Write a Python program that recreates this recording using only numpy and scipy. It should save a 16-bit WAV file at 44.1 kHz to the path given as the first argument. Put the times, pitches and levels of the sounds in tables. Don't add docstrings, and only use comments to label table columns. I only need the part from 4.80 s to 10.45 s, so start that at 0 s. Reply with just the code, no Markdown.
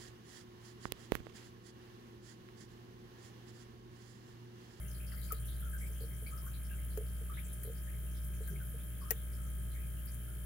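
import sys
import numpy as np
from scipy import signal
from scipy.fft import rfft, irfft
from scipy.io import wavfile
from scipy.ndimage import map_coordinates

SR = 44100
rng = np.random.default_rng(int(sys.argv[2]) if len(sys.argv) > 2 else 0)


def bounce(signal):
    frames = np.transpose(np.atleast_2d(signal))
    limited = np.clip(frames, -1, 1)
    pcm = np.round(limited * 32767).astype(np.int16)
    wavfile.write(sys.argv[1], SR, pcm)


N = 249165


def gain(db):
    return 10 ** (np.asarray(db) / 20)


def unit_level(sound):
    return sound / np.sqrt(np.mean(sound ** 2) + 1e-20)


def value_at(curve, hz):
    pitches, values = np.transpose(curve)
    return np.interp(np.log(hz + 1), np.log(pitches + 1), values)


def shape_tone(sound, curve):
    size = sound.shape[-1]
    return irfft(rfft(sound) * gain(value_at(curve, np.fft.rfftfreq(size, 1 / SR))), size)


def resonate(drive, hz, width_hz):
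    size = drive.shape[-1]
    off_pitch = (np.fft.rfftfreq(size, 1 / SR) - hz) / width_hz
    return irfft(rfft(drive) / (1 + .6j * off_pitch) ** 4, size)


def add(mix, start_s, sound):
    part = mix[..., round(start_s * SR):][..., :sound.shape[-1]]
    part += sound[..., :part.shape[-1]]


def room(sound, ring_s, echo_db, gap_s=0.0013):
    t = np.arange(SR // 2) / SR
    tail = rng.standard_normal((2, len(t))) * gain(-60 * t / ring_s) * (t > gap_s)
    tail /= np.linalg.norm(tail, axis=1, keepdims=True)
    return sound + gain(echo_db) * signal.fftconvolve(sound, tail, axes=1)[:, :N]


def rub(length_s, hz, width_hz, slips_per_s=500, grit=0.6, ramp_s=0.0052, fade_db=-5):
    t = np.arange(8192) / SR
    slips = rng.standard_normal(len(t)) * (rng.random(len(t)) < slips_per_s / SR)
    friction = grit * unit_level(slips) + rng.standard_normal((2, len(t)))
    ring = resonate(friction, hz, 0.6 * width_hz)
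    fade_in = np.clip(t / ramp_s, 0, 1)
    fade_out = np.clip((length_s - t) / ramp_s + 1, 0, 1)
    ring *= fade_in * fade_out * gain(fade_db * t / length_s)
    return ring * np.sqrt(length_s * SR / np.sum(ring ** 2, axis=1, keepdims=True))


# pitch_hz, gain_db
RUMBLE_TONE = [(20, -14), (45, -2), (90, -1), (130, 4.5), (160, -1), (205, -11.5), (300, -16.5), (370, -15),
               (445, -19.5), (560, -27.5), (850, -34.5), (1300, -28), (2300, -26.5), (4500, -52.5)]
# pitch_hz, likeness (0 to 1)
RUMBLE_LIKENESS = [(60, .995), (150, .98), (300, .9), (600, .7), (1500, .45), (4000, .2)]
def rumble(level_db=-52.5):
    left, other = rfft(rng.standard_normal((2, N)))
    likeness = value_at(RUMBLE_LIKENESS, np.fft.rfftfreq(N, 1 / SR))
    right = likeness * left + np.sqrt(1 - likeness ** 2) * other
    noise = irfft(np.array([left, right]), N)
    return gain(level_db) * unit_level(shape_tone(noise, RUMBLE_TONE))


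# pitch_hz, gain_db
HISS_TONE = [(800, -9.5), (2500, -7), (4500, -13.5), (6000, -9), (7500, -2), (8500, -10), (9500, 2.5),
             (10200, -4.5), (10600, -5), (11000, 4.5), (12500, 1.5), (16000, 3.5)]
MAINS_HZ = 59.972
def hiss(level_db=-52.5, sizzle_db=-62, sizzle_hz=10100, width_hz=550):
    smooth = unit_level(shape_tone(rng.standard_normal((2, N)), HISS_TONE))
    pulse = np.cos(np.pi * MAINS_HZ * np.arange(N) / SR) ** 2
    band = np.exp(-.5 * ((np.fft.rfftfreq(N, 1 / SR) - sizzle_hz) / width_hz) ** 2)
    sizzle = irfft(rfft(rng.standard_normal((2, N))) * band, N)
    return gain(level_db) * smooth + gain(sizzle_db) * unit_level(pulse * sizzle)


# pitch_hz, gain_db
BUZZ_TONE = [(500, -34), (900, -25), (1500, -10), (2200, 9.5), (2600, -94), (3200, 7), (4300, -1),
             (6500, -2), (7600, 17.5), (8500, 4), (10200, 7), (12000, -7)]
def buzz(level_db=-69, ring_s=0.028):
    cycle_t = np.arange(round(SR / MAINS_HZ)) / SR
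    rattle = rng.standard_normal((2, len(cycle_t))) * gain(-60 * cycle_t / ring_s)
    place_in_cycle = (np.arange(N) / SR * MAINS_HZ % 1) * len(cycle_t)
    looped = [map_coordinates(side, [place_in_cycle], order=5, mode="grid-wrap") for side in rattle]
    return gain(level_db) * unit_level(shape_tone(np.array(looped), BUZZ_TONE))


# multiple_of_mains, left_db, right_db
HUM_OVERTONES = [(2, -55, -56), (3, -59, -58), (4, -66, -77), (5, -78, -72), (9, -84, -78), (10, -77, -70),
                 (11, -89, -78), (21, -74, -74), (22, -90, -79), (23, -80, -81), (24, -76, -83),
                 (26, -76, -77), (27, -70, -84), (28, -89, -72), (29, -78, -76), (34, -95, -77),
                 (51, -79, -94), (52, -70, -96), (53, -70, -92)]
def hum(mains_db=-41.2, motor_db=-56, beat_hz=0.757, first_swell_s=.83, waver=0.1):
    t = np.arange(N) / SR
    angle = 2 * np.pi * MAINS_HZ * t
    head_start = np.array([[.2], [-.2]])
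    motor_lag = 2 * np.pi * beat_hz * (t - first_swell_s)
    out = gain(mains_db) * np.cos(angle + head_start)
    out += gain(motor_db) * np.cos(angle - motor_lag + head_start)
    out *= gain([[0.23], [-0.23]])
    drift_times = np.linspace(0, t[-1], num=40)
    for multiple, left_db, right_db in HUM_OVERTONES:
        drift = 1 + waver * np.interp(t, drift_times, rng.standard_normal(len(drift_times)))
        offset = np.pi if multiple < 5 else -.06 * multiple ** 2
        out += gain([[left_db], [right_db]]) * drift * np.cos(multiple * angle + offset + head_start)
    return np.sqrt(2) * out


# start_s, length_s, pitch_hz, width_hz, level_db
FINGER_RUBS = [(3.7, .1, 148, 40, -47), (3.71, .07, 380, 50, -60)]
def grip():
    out = np.zeros((2, N))
    for start_s, length_s, hz, width_hz, level_db in FINGER_RUBS:
        add(out, start_s, gain(level_db) * rub(length_s, hz, width_hz)[0])
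    return out


def slide_on_brass(length_s, hz):
    return rub(length_s, hz, width_hz=940 * (hz / 5000) ** 1.37)


# time_s, gain_db
BRUSH_PRESSURE = [(0, 2), (.5, 3), (1.2, -0.5), (1.9, 3.5), (2.3, -8), (2.6, -0.5), (3.7, -1), (4.1, -1),
                  (4.9, -4), (5.3, 0), (5.65, -17)]
# pitch_hz, gain_db
BRUSH_TONE = [(2000, -10), (3000, -11.5), (5000, -9.5), (8500, -4.5), (13000, 2.5)]
def brushing(count=170, base_db=-63.0, spread_db=7):
    out = np.zeros((2, N))
    for index, (late, height, force) in enumerate(rng.random((count, 3))):
        start_s = (index + late) / count * (N - 1) / SR
        touch = slide_on_brass(length_s=.06 - .04 * height, hz=2000 * 7.5 ** height)
        pressure_db = np.interp(start_s, *np.transpose(BRUSH_PRESSURE))
        add(out, start_s, gain(base_db + pressure_db + spread_db * force) * touch)
    return room(shape_tone(out, BRUSH_TONE), ring_s=.15, echo_db=-6)


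# start_s, length_s, pitch_hz, level_db
PICK_SCRAPES = [(0.344, 0.16, 13400, -57), (0.424, 0.12, 4750, -65), (.652, 0.06, 11400, -55.5),
                (.68, 0.059, 3600, -63.5), (0.978, 0.11, 8150, -60.5), (1.201, 0.051, 4440, -64.5),
                (1.203, .033, 12900, -57), (1.65, .037, 13100, -55), (2.535, 0.076, 3530, -64.5),
                (2.638, .045, 7600, -59.5), (2.727, .02, 9900, -51.5), (2.829, 0.025, 11200, -50),
                (3.431, 0.053, 12700, -56), (3.67, 0.036, 13100, -51.5), (5.254, .011, 13200, -48),
                (5.27, .029, 4930, -62.5)]
def scrapes(right_db=-2):
    out = np.zeros((2, N))
    for start_s, length_s, hz, level_db in PICK_SCRAPES:
        add(out, start_s, gain(level_db) * slide_on_brass(length_s, hz))
    return room(out * gain([[0], [right_db]]), ring_s=.17, echo_db=-4)


def glide(sound, length_s, hz, octaves):
    from_middle = np.minimum(np.arange(sound.shape[-1]) / SR / length_s, 1) - .5
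    shift_hz = hz * (2 ** (octaves * from_middle) - 1)
    return (signal.hilbert(sound) * np.exp(2j * np.pi * np.cumsum(shift_hz) / SR)).real


# start_s, length_s, pitch_hz, glide_octaves, level_db
PICK_SQUEAKS = [(.317, .024, 1590, -0.41, -55.5), (.504, 0.017, 1293, -0.056, -43.5),
                (0.824, 0.068, 1366, -.05, -58.5), (0.929, 0.039, 1573, 0.022, -51.5),
                (1.007, 0.07, 2190, 0.12, -58), (1.461, 0.02, 2300, 0.086, -52),
                (1.511, 0.087, 1276, 0.067, -57.5), (1.619, 0.034, 1070, 0.0072, -66.5),
                (1.662, 0.026, 1410, 0.4, -54), (1.906, .043, 1595, -.1, -59.5),
                (2.495, 0.038, 1270, 0.092, -53), (2.569, 0.026, 1980, 0.55, -51),
                (3.067, 0.04, 1810, 0.34, -60), (3.672, 0.029, 1585, -0.11, -58),
                (3.752, .016, 2250, 0.14, -59.5), (3.798, 0.03, 1530, -0.094, -57),
                (4.212, 0.101, 1210, .2, -59), (4.579, .11, 1306, -.05, -66.5),
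                (4.941, 0.098, 2200, .3, -63.5), (5.475, .07, 1396, -0.0058, -65)]
def squeaks(still_width=0.056, rasp_per_octave=0.4, right_db=-2):
    out = np.zeros((2, N))
    for start_s, length_s, hz, octaves, level_db in PICK_SQUEAKS:
        width_hz = hz * (still_width + rasp_per_octave * abs(octaves))
        squeak = glide(rub(length_s, hz, width_hz), length_s, hz, octaves)
        add(out, start_s, gain(level_db) * squeak)
    return room(out * gain([[0], [right_db]]), ring_s=.17, echo_db=-4)


# start_s, level_db
LOCK_KNOCKS = [(0.523, -42.5), (1.0957, -51), (1.2084, -44.5), (1.2349, -44), (1.4228, -49), (2.1745, -31),
               (2.208, -42), (2.413, -49.5), (2.848, -45), (2.873, -40.5), (2.896, -42.5), (3.606, -42.5),
               (3.9415, -47), (4.3086, -36)]
# pitch_hz, gain_db, ring_s
BODY_NOTES = [(335, -20, 0.1), (441.6, 1.5, 0.073), (501.5, -7.5, 0.06), (651, -15, 0.048)]
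def knocks(rise_s=0.0039, tuning_spread=0.024):
    out = np.zeros((2, N))
    t = np.arange(SR // 5) / SR
    for start_s, level_db in LOCK_KNOCKS:
        tunings = 1 + tuning_spread * rng.standard_normal(len(BODY_NOTES))
        ring = sum(gain(note_db - 60 * t / ring_s) * np.sin(2 * np.pi * hz * tuning * t)
                   for (hz, note_db, ring_s), tuning in zip(BODY_NOTES, tunings))
        add(out, start_s, gain(level_db) * ring * (1 - np.exp(-t / rise_s)))
    return room(out, ring_s=0.75, echo_db=-19.0)


# start_s, level_db, chatter (0 to 1, how much the pin bounces)
PIN_SNAPS = [(0.5217, -16.5, 0.1), (2.1735, -27, 0.5), (2.735, -41, 0.2), (2.8337, -28.5, 0.3),
             (3.675, -33, .4), (4.3072, -6.5, 0.3), (5.3446, -33, 0)]
# pitch_hz, gain_db
HIT_TONE = [(250, -24), (600, -11), (950, -19), (1400, -14), (1900, -8), (2800, -13), (4200, -21),
            (5300, -14), (6400, -6), (8300, -16), (10000, -6), (12000, -5), (14500, 0), (16000, 0)]
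# delay_s, gain_db
PIN_BOUNCES = [(.0016, 0), (.003, -3), (.0042, -1)]
# pitch_hz, width_hz, gain_db, ring_s
METAL_NOTES = [(676, 310, -34, 0.038), (1860, 400, -26, 0.055), (2480, 970, -39, 0.15),
               (7160, 530, -35, 0.1), (14260, 1900, -14.5, 0.047)]
def pin_snaps(hit_fade_s=0.0058, rise_s=0.00045, right_db=-10, bench_delay_s=0.0053, bench_db=-4.5):
    out = np.zeros((2, N))
    t = np.arange(4096) / SR
    fade = gain(-60 * t / hit_fade_s)
    for start_s, level_db, chatter in PIN_SNAPS:
        hit = shape_tone(rng.standard_normal((2, len(t))), HIT_TONE) * fade
        hit *= np.linalg.norm(fade) / np.linalg.norm(hit, axis=1, keepdims=True)
        snap = hit.copy()
        for delay_s, bounce_db in PIN_BOUNCES:
            add(snap, delay_s, chatter * gain(bounce_db) * hit)
        for hz, width_hz, note_db, ring_s in METAL_NOTES:
            note = resonate(rng.standard_normal((2, len(t))), hz, width_hz)
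            snap += gain(note_db - 60 * t / ring_s) * unit_level(note)
        lows_db = 14 * (chatter - .5)
        snap = shape_tone(snap, [(2500, lows_db), (5000, 0)])
        snap *= gain(level_db) * (1 - np.exp(-t / rise_s)) * (1 - t / t[-1])
        add(out, start_s, snap * gain([[0], [right_db]]))
        add(out[1], start_s + bench_delay_s, gain(bench_db) * snap[0])
    return room(out, ring_s=.16, echo_db=-20)


# pitch_hz, gain_db
RIGHT_MIC_TONE = [(250, -2), (600, 6.5), (1000, -1), (2400, -2), (3200, -0.5), (4600, -3.5), (5500, -12.5),
                  (7800, -25), (8500, 0.5), (10000, 3), (10800, 1.5), (12900, -4.5), (13300, 0.5),
                  (16000, -39)]
def scene():
    lock = squeaks() + scrapes() + brushing() + grip() + pin_snaps() + knocks()
    left, right = lock + rumble() + buzz() + hiss()
    return np.array([left, shape_tone(right, RIGHT_MIC_TONE)]) + hum()


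def record(dry):
    treble_cut = signal.firwin(511, 15850, window=("kaiser", 9), fs=SR)
    return signal.oaconvolve(dry, treble_cut[None], "same")


dry = scene()
out = record(dry)
bounce(out)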